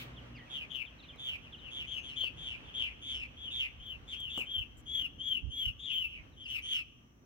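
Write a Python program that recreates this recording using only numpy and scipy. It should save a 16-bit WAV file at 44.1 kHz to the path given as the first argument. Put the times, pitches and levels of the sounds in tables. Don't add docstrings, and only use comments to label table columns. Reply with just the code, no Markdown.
import sys
import numpy as np
from scipy import signal
from scipy.fft import rfft, irfft, next_fast_len
from scipy.io import wavfile
from scipy.ndimage import map_coordinates

SR = 44100
rng = np.random.default_rng(int(sys.argv[2]) if len(sys.argv) > 2 else 0)


def put_to_file(sound):
    columns = np.atleast_2d(sound).T
    safe = np.clip(columns, -1, 1)
    whole_steps = np.round(safe * 32767)
    wavfile.write(sys.argv[1], SR, whole_steps.astype(np.int16))


N = 319725

# time in seconds, relative levels of the low and middle bands in dB.
RUSH_LEVELS = [(0.0, -57, -62), (0.77, -65, -68), (2.28, -62, -69), (2.6, -63, -66), (3.59, -67, -72),
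               (4.0, -66, -69), (5.51, -63, -77), (5.69, -68, -79), (6.7, -66, -74), (6.84, -69, -81),
               (7.25, -68, -79)]
# frequency in Hz, relative level in dB.
HUM_LINES = [(58, -6), (120, -4.5), (239, -8.5)]
# time in seconds, relative level in dB.
HUM_LEVELS = [(0, -51), (.38, -49), (.48, -63.5), (4, -64.5), (7.25, -71)]
FLOCK_LEVELS = [(0, -65.5), (2.5, -56.5), (4.8, -75.5), (6.8, -72), (7.25, -102)]
WIND_LEVELS = [(0, -62.5), (2.7, -55.5), (4, -57.5), (6.7, -56), (7.25, -73)]
# start in seconds, length in seconds, level in dB.
WIND_PUFFS = [(4.546, 0.097, -44.5), (5.41, 0.12, -37.5), (5.629, 0.092, -39)]
FINGER_SCUFFS = [(4.765, 0.053, -63.5), (4.36, 0.069, -59)]
# start in seconds, thud level in dB, tick level in dB, T60 in seconds.
FINGER_KNOCKS = [(1.161, -49, -78, 0.012), (2.235, -43, -79, 0.056), (4.204, -43, -46.5, 0.0099),
                 (4.377, -33.5, -45, 0.027), (4.387, -48, -56.5, 0.2), (4.412, -54, -70, 0.061)]

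# frequency in Hz, relative density in dB.
RUSH_LOW_SPECTRUM = [(40, -17), (100, 0), (150, 2.5), (195, -3), (250, 1.5), (330, -4.5), (480, -12),
                     (800, -21), (4000, -120)]
RUSH_MID_SPECTRUM = [(250, -13.5), (500, 2), (850, -1), (1180, -1), (1400, -1.5), (2100, -2.5), (3500, -10),
                     (4700, -19), (9000, -31), (16000, -43)]
FLOCK_SPECTRUM = [(800, -78.5), (2200, -7.5), (2500, 9), (3200, 10.5), (3500, -2.5), (3900, -57),
                  (7000, -120)]
HISS_SPECTRUM = [(1000, 2), (4000, -55), (5000, -4.5), (5800, 19.5), (6800, 4.5), (9000, -4.5), (16000, 6)]
WHINE_SPECTRUM = [(500, -70), (1000, -18), (1170, 5.5), (1350, -19.5), (2600, -71.5), (6000, -120)]
WIND_SPECTRUM = [(15, -32), (35, -12.5), (54, 2), (75, -2.5), (110, -9), (170, -21), (400, -57),
                 (2000, -120)]
THUD_SPECTRUM = [(60, -10), (220, 6.5), (500, 2), (1100, -4), (2000, -22), (16000, -72)]
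TICK_SPECTRUM = [(1000, -54), (4500, -22), (7500, 8.5), (9500, -7.5), (13000, -2), (16000, -15)]
RASP_SPECTRUM = [(500, -26), (1800, -4), (2300, 7), (3500, 3), (4300, -3.5), (5200, -11.5), (6400, -12),
                 (8700, -17.5), (16000, -28.5)]
SHIMMER_SPECTRUM = [(4000, -36), (9000, -18), (12000, -4.5), (15000, 0.5)]
# frequency in Hz, left-right correlation.
STEREO_CORRELATION = [(50, 0.78), (140, 0.85), (300, 0.76), (600, 0.02), (2000, -0.32), (10000, -0.26)]
# frequency in Hz, T60 in seconds.
YARD_T60 = [(300, .5), (3000, 0.77), (6000, 0.51), (14000, 0.39)]

# start in seconds, starting pitch in Hz, level in dB.
QUICK_SLURS = [(.16, 3650, -52), (.338, 3100, -54), (.362, 2350, -56), (.35, 5300, -67), (.376, 3600, -59),
               (.853, 3700, -52), (.983, 4200, -59), (1.022, 4400, -61), (1.02, 2900, -60),
               (1.081, 3700, -50), (1.118, 2650, -59), (1.52, 3600, -47), (2.085, 4600, -64),
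               (6.315, 4300, -73), (6.436, 5500, -66)]
# start and length in seconds, first and last pitch in Hz, level in dB.
LONG_WHISTLES = [(.38, .08, 2050, 1850, -58), (1.92, .16, 6550, 6150, -68), (2.17, .13, 3950, 4750, -62),
                 (3.12, .11, 5450, 5200, -65), (6.742, .05, 5550, 4850, -60)]
# frequency in Hz, gain in dB.
THROAT_GAIN = [(1500, 11), (2200, 0), (3450, 0.5), (3650, 0), (3900, -9), (5000, -28.5)]
# crest time, rise and fall in seconds, crest pitch in Hz, level in dB,
# rasp from 0 to 1, relative overtone and shimmer levels in dB, left minus right in dB.
CALLS = [(.525, .035, .135, 3420, -39, .95, -25, -37, 1.5),
         (.725, .031, .12, 3270, -37, .8, -29, -33.5, 10.5), (1.24, .06, .14, 3420, -38, .8, -24, -32, -1),
         (1.436, .026, .065, 3120, -53, .8, -25, -41, 5), (1.631, .06, .09, 3048, -48, .4, -33, -44, 8),
         (1.76, .06, .11, 3360, -39.5, .8, -24, -39, 0),
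         (1.912, .052, .103, 3240, -37.5, .45, -24, -35.5, 8.5),
         (2.061, .036, .114, 3260, -44, .7, -20, -49, 2.5),
         (2.185, .03, .115, 3280, -32.5, .35, -26, -33, 7),
         (2.435, .075, .145, 3400, -40.5, .9, -24, -46.5, 2),
         (2.665, .035, .075, 3400, -55, .45, -27, -33, 3.5),
         (2.778, .046, .122, 3290, -33.5, .9, -28, -43, 4), (3.078, .068, .192, 3380, -38, .7, -22, -43, 2),
         (3.426, .066, .11, 3334, -42, .3, -28, -37, 3.5),
         (3.555, .055, .125, 3470, -33, .95, -26.5, -37.5, 0),
         (3.86, .075, .115, 3270, -43, .3, -30, -28, 6), (4.101, .031, .07, 3460, -41.5, .8, -20, -35, 4),
         (4.19, .08, .12, 3300, -39.5, .15, -29, -30.5, 4.5),
         (4.335, .05, .115, 3360, -35.5, .95, -27, -30, 5),
         (4.525, .075, .12, 3280, -34.5, .1, -32, -30, 5),
         (4.93, .075, .155, 3395, -33.5, .1, -25, -27.5, 6),
         (5.26, .08, .14, 3310, -31.5, 0, -29, -29.5, 7.5),
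         (5.578, .083, .137, 3310, -33.5, .05, -25.5, -26, 4),
         (5.845, .06, .105, 3470, -36.5, .7, -26, -57, 8.5),
         (5.927, .027, .158, 3202, -32.5, .25, -29, -28, 5), (6.105, .03, .105, 2980, -46, 1, -31, -41, 0),
         (6.418, .058, .072, 3250, -44, .35, -26, -38, 4),
         (6.504, .034, .106, 3040, -36, .65, -21.5, -27.5, 4.5),
         (6.7, .085, .12, 3250, -32.5, .45, -20, -32, 1)]

CLIMB_HZ, CLIMB_S = 290, .08
SAG_TARGET_HZ, RASP_SAG_HZ = 2580, 350
SWELL_DB_PER_S, PEAK_LAG_S = 115, .034
FADE_DB, RASP_FADE_DB, FADE_EXPONENT = 5.5, 2, 1.7
OPENING_DB, OPENING_HOLD_S, OPENING_FADE_DB_PER_S = -47, .025, 400
LEFT_LEAD_S, LEFT_LEAD_S_PER_DB = .000205, .000007
SLUR_S, SLUR_FALL_OCTAVES_PER_S = .044, 9
BAND_LIMIT_HZ = 15800


def amp(db):
    return 10 ** (np.asarray(db) / 20)


def unit_rms(x):
    return x / np.sqrt(np.mean(x ** 2) + 1e-20)


def at_hz(points, hz):
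    knots_hz, values = np.transpose(points)
    return np.interp(np.log(hz + 1), np.log(knots_hz + 1), values)


def curves(rows):
    times_s, *columns = np.transpose(rows)
    return [np.interp(np.arange(N) / SR, times_s, column) for column in columns]


def wobble(rate_hz, size=N):
    knots = rng.standard_normal(int(N * rate_hz / SR) + 4)
    return map_coordinates(knots, [np.arange(size) * rate_hz / SR])


def filtered(x, response):
    n = x.shape[-1]
    n_fft = next_fast_len(n + 4096)
    return irfft(rfft(x, n_fft) * response(np.fft.rfftfreq(n_fft, 1 / SR)), n_fft)[..., :n]


def noise(spectrum, size=N):
    def mid_side_gains(hz):
        angle = np.arccos(np.clip(at_hz(STEREO_CORRELATION, hz), -1, 1)) / 2
        return amp(at_hz(spectrum, hz)) * [np.cos(angle), np.sin(angle)]
    mid, side = filtered(rng.standard_normal((2, size)), mid_side_gains)
    return unit_rms(np.array([mid + side, mid - side]))


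def panned(pan_db):
    return unit_rms(amp([[pan_db / 2], [-pan_db / 2]]))


def add(out, start_s, x):
    i = max(round(start_s * SR), 0)
    out[:, i:i + x.shape[-1]] += x[..., :max(N - i, 0)]


def arch(length_s):
    return np.sin(np.linspace(0, np.pi, int(length_s * SR)))


def distant_rush():
    low_db, mid_db = curves(RUSH_LEVELS)
    low_gain = amp(low_db + 3.5 + 1.3 * wobble(10))
    mid_gain = amp(mid_db + 6 + 1.5 * wobble(12))
    return low_gain * noise(RUSH_LOW_SPECTRUM) + mid_gain * noise(RUSH_MID_SPECTRUM)


def hum():
    t = np.arange(N) / SR
    tones = sum(amp(db + 1.8 * wobble(5)) * np.sin(2 * np.pi * hz * t + .5 * wobble(7))
                for hz, db in HUM_LINES)
    return amp(curves(HUM_LEVELS)[0] + 1) * tones


def far_flock():
    return amp(curves(FLOCK_LEVELS)[0] + 3.9 * wobble(2.2)) * noise(FLOCK_SPECTRUM)


def hiss():
    return amp(-77.5) * noise(HISS_SPECTRUM)


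def whine():
    return amp(-79 + 2.5 * wobble(2.77)) * noise(WHINE_SPECTRUM)


def wind():
    out = amp(curves(WIND_LEVELS)[0] + 1.38 * wobble(10)) * noise(WIND_SPECTRUM) * panned(-.97)
    for start_s, length_s, db in WIND_PUFFS:
        swell = arch(length_s)
        add(out, start_s, amp(db) * swell * noise(WIND_SPECTRUM, len(swell)) * panned(-17))
    return out


def handling():
    out = np.zeros((2, N))
    t = np.arange(SR // 4) / SR
    for start_s, thud_db, tick_db, t60_s in FINGER_KNOCKS:
        thud = amp(thud_db) * noise(THUD_SPECTRUM, len(t))
        tick = amp(tick_db) * noise(TICK_SPECTRUM, len(t))
        add(out, start_s, amp(-60 * t / t60_s) * (thud + tick))
    for start_s, length_s, db in FINGER_SCUFFS:
        swell = arch(length_s)
        add(out, start_s, amp(db + wobble(150, len(swell))) * swell * noise(TICK_SPECTRUM, len(swell)))
    return out


def yard_reverb(x):
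    hz, t, spectra = signal.stft(rng.standard_normal((2, SR)), SR, nperseg=256)
    decay = amp(-60 * t / at_hz(YARD_T60, hz)[:, None])
    build_up = 1 - np.exp(-t / .022)
    tail = signal.istft(spectra * decay * build_up, SR, nperseg=256)[1]
    return signal.fftconvolve(x, tail / np.linalg.norm(tail[0]), axes=1)[:, :N]


def scattered(x, scatter_db, spread_s, count=12):
    paths = np.zeros((2, SR // 8))
    paths[:, 0] = 1
    for channel in paths:
        delays_s = np.minimum(.002 + rng.exponential(spread_s, count), .1)
        gains = amp(scatter_db) * rng.standard_normal(count) / np.sqrt(count)
        np.add.at(channel, (delays_s * SR).astype(int), gains)
    heard = signal.fftconvolve(np.atleast_2d(x), paths, axes=1)
    heard /= np.linalg.norm(heard, axis=1, keepdims=True)
    return heard * np.linalg.norm(x, axis=-1, keepdims=True)


def placed(x, pan_db):
    lead_s = LEFT_LEAD_S + LEFT_LEAD_S_PER_DB * pan_db
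    return panned(pan_db) * filtered(x, lambda hz: np.exp(np.pi * lead_s * hz * np.array([[1j], [-1j]])))


def slur(length_s, start_hz, end_hz):
    swell = arch(length_s)
    pitch_hz = np.geomspace(start_hz, end_hz, len(swell)) + 105 * wobble(900, len(swell))
    note = np.pad(np.sqrt(2) * swell * np.sin(2 * np.pi * np.cumsum(pitch_hz) / SR), (0, SR // 16))
    wall_echo = amp(-13) * np.roll(note, int(.031 * SR))
    return scattered(note + wall_echo, scatter_db=-8, spread_s=.01)


def farther_birds():
    out = np.zeros((2, N))
    fall_ratio = 2 ** (-SLUR_FALL_OCTAVES_PER_S * SLUR_S)
    chatter = rng.uniform([.1, 2800, -69], [2.3, 4200, -60], (14, 3))
    for start_s, hz, db in [*QUICK_SLURS, *chatter]:
        add(out, start_s, amp(db) * slur(SLUR_S, hz, fall_ratio * hz))
    for start_s, length_s, start_hz, end_hz, db in LONG_WHISTLES:
        add(out, start_s, amp(db) * slur(length_s, start_hz, end_hz))
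    return out


def opening_rasp():
    fading_s = np.maximum(np.arange(N) / SR - OPENING_HOLD_S, 0)
    level = amp(OPENING_DB - OPENING_FADE_DB_PER_S * fading_s)
    return level * (noise(RASP_SPECTRUM) + amp(-7) * noise(SHIMMER_SPECTRUM))


def martin_call(rise_s, fall_s, crest_hz, rasp, overtone_db, shimmer_db):
    n = int((rise_s + fall_s) * SR)
    t = np.arange(n) / SR - rise_s
    early = np.clip(-t / rise_s, 0, 1) ** 1.6
    late = np.clip(t / fall_s, 0, .95) ** (1.75 - .6 * rasp)
    sag_hz = crest_hz - SAG_TARGET_HZ + RASP_SAG_HZ * rasp
    arch_hz = crest_hz - CLIMB_HZ * (rise_s / CLIMB_S) ** 2 * early - sag_hz * late
    beat_hz = (178 - 55 * rasp) * (1 + (.05 + .1 * rasp) * wobble(90, n))
    beat_phase = 2 * np.pi * np.cumsum(beat_hz) / SR
    flutter_hz = (78 + 105 * rasp) * (np.sin(beat_phase) - .35 * np.sin(2 * beat_phase))
    jitter_hz = (22 + 45 * rasp) * wobble(700, n) + 22 * wobble(45, n)
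    phase = 2 * np.pi * np.cumsum(arch_hz + flutter_hz + jitter_hz) / SR

    flutter_db = -(1.3 + 4 * rasp) * np.cos(beat_phase)
    shake_db = (1.3 + 2 * np.sqrt(late)) * wobble(110, n)
    edges = np.clip((t + rise_s) / .018, 0, 1) * np.clip((fall_s - t) / .022, 0, 1)
    swell_db = SWELL_DB_PER_S * np.minimum(t - PEAK_LAG_S, 0)
    fade_shape = np.interp(t, [PEAK_LAG_S, fall_s], [0, 1]) ** FADE_EXPONENT
    fade_db = -(FADE_DB + RASP_FADE_DB * rasp) * fade_shape
    level = unit_rms(amp(flutter_db + shake_db)) * edges * amp(swell_db + fade_db)
    whistle = filtered(level * np.sqrt(2) * np.sin(phase), lambda hz: amp(at_hz(THROAT_GAIN, hz)))

    overtone_gain = amp(overtone_db + 1.5 + 6 * early - 10 * late)
    overtones = overtone_gain * (np.sin(2 * phase) + .38 * np.sin(3 * phase))
    undertone = amp(overtone_db - 2) * late * np.sin(phase / 2)
    frayed_phase = phase + (.08 + .32 * np.sqrt(late)) * wobble(1200, n)
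    partials = (1 - .7 * rasp) * np.sin(4 * frayed_phase) + (.8 + 1.8 * rasp) * np.sin(5 * frayed_phase)
    sizzle = (.4 + .8 * rasp) * noise(SHIMMER_SPECTRUM, SR // 2)[:, :n]
    shimmer = amp(shimmer_db - 20 * np.sqrt(early) - 5 * late) * (partials + sizzle)
    grit = amp(overtone_db + 6 * rasp - 5 * early) * noise(RASP_SPECTRUM, SR // 2)[:, :n]
    voice = whistle + level * (overtones + undertone + shimmer + grit)
    return scattered(voice, scatter_db=-6.5 + 2.5 * rasp, spread_s=.012)


def martins():
    out = np.zeros((2, N))
    for crest_s, rise_s, fall_s, crest_hz, db, rasp, overtone_db, shimmer_db, pan_db in CALLS:
        call = martin_call(rise_s, fall_s, crest_hz, rasp, overtone_db, shimmer_db)
        add(out, crest_s - rise_s, amp(db) * placed(call, pan_db))
    return out


def scene():
    birds = martins() + opening_rasp() + farther_birds()
    background = whine() + distant_rush() + hum() + far_flock() + hiss()
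    return birds + amp(-23.5) * yard_reverb(birds) + handling() + wind() + background


def record(dry):
    return filtered(dry, lambda hz: hz < BAND_LIMIT_HZ)


dry = scene()
out = record(dry)
put_to_file(out)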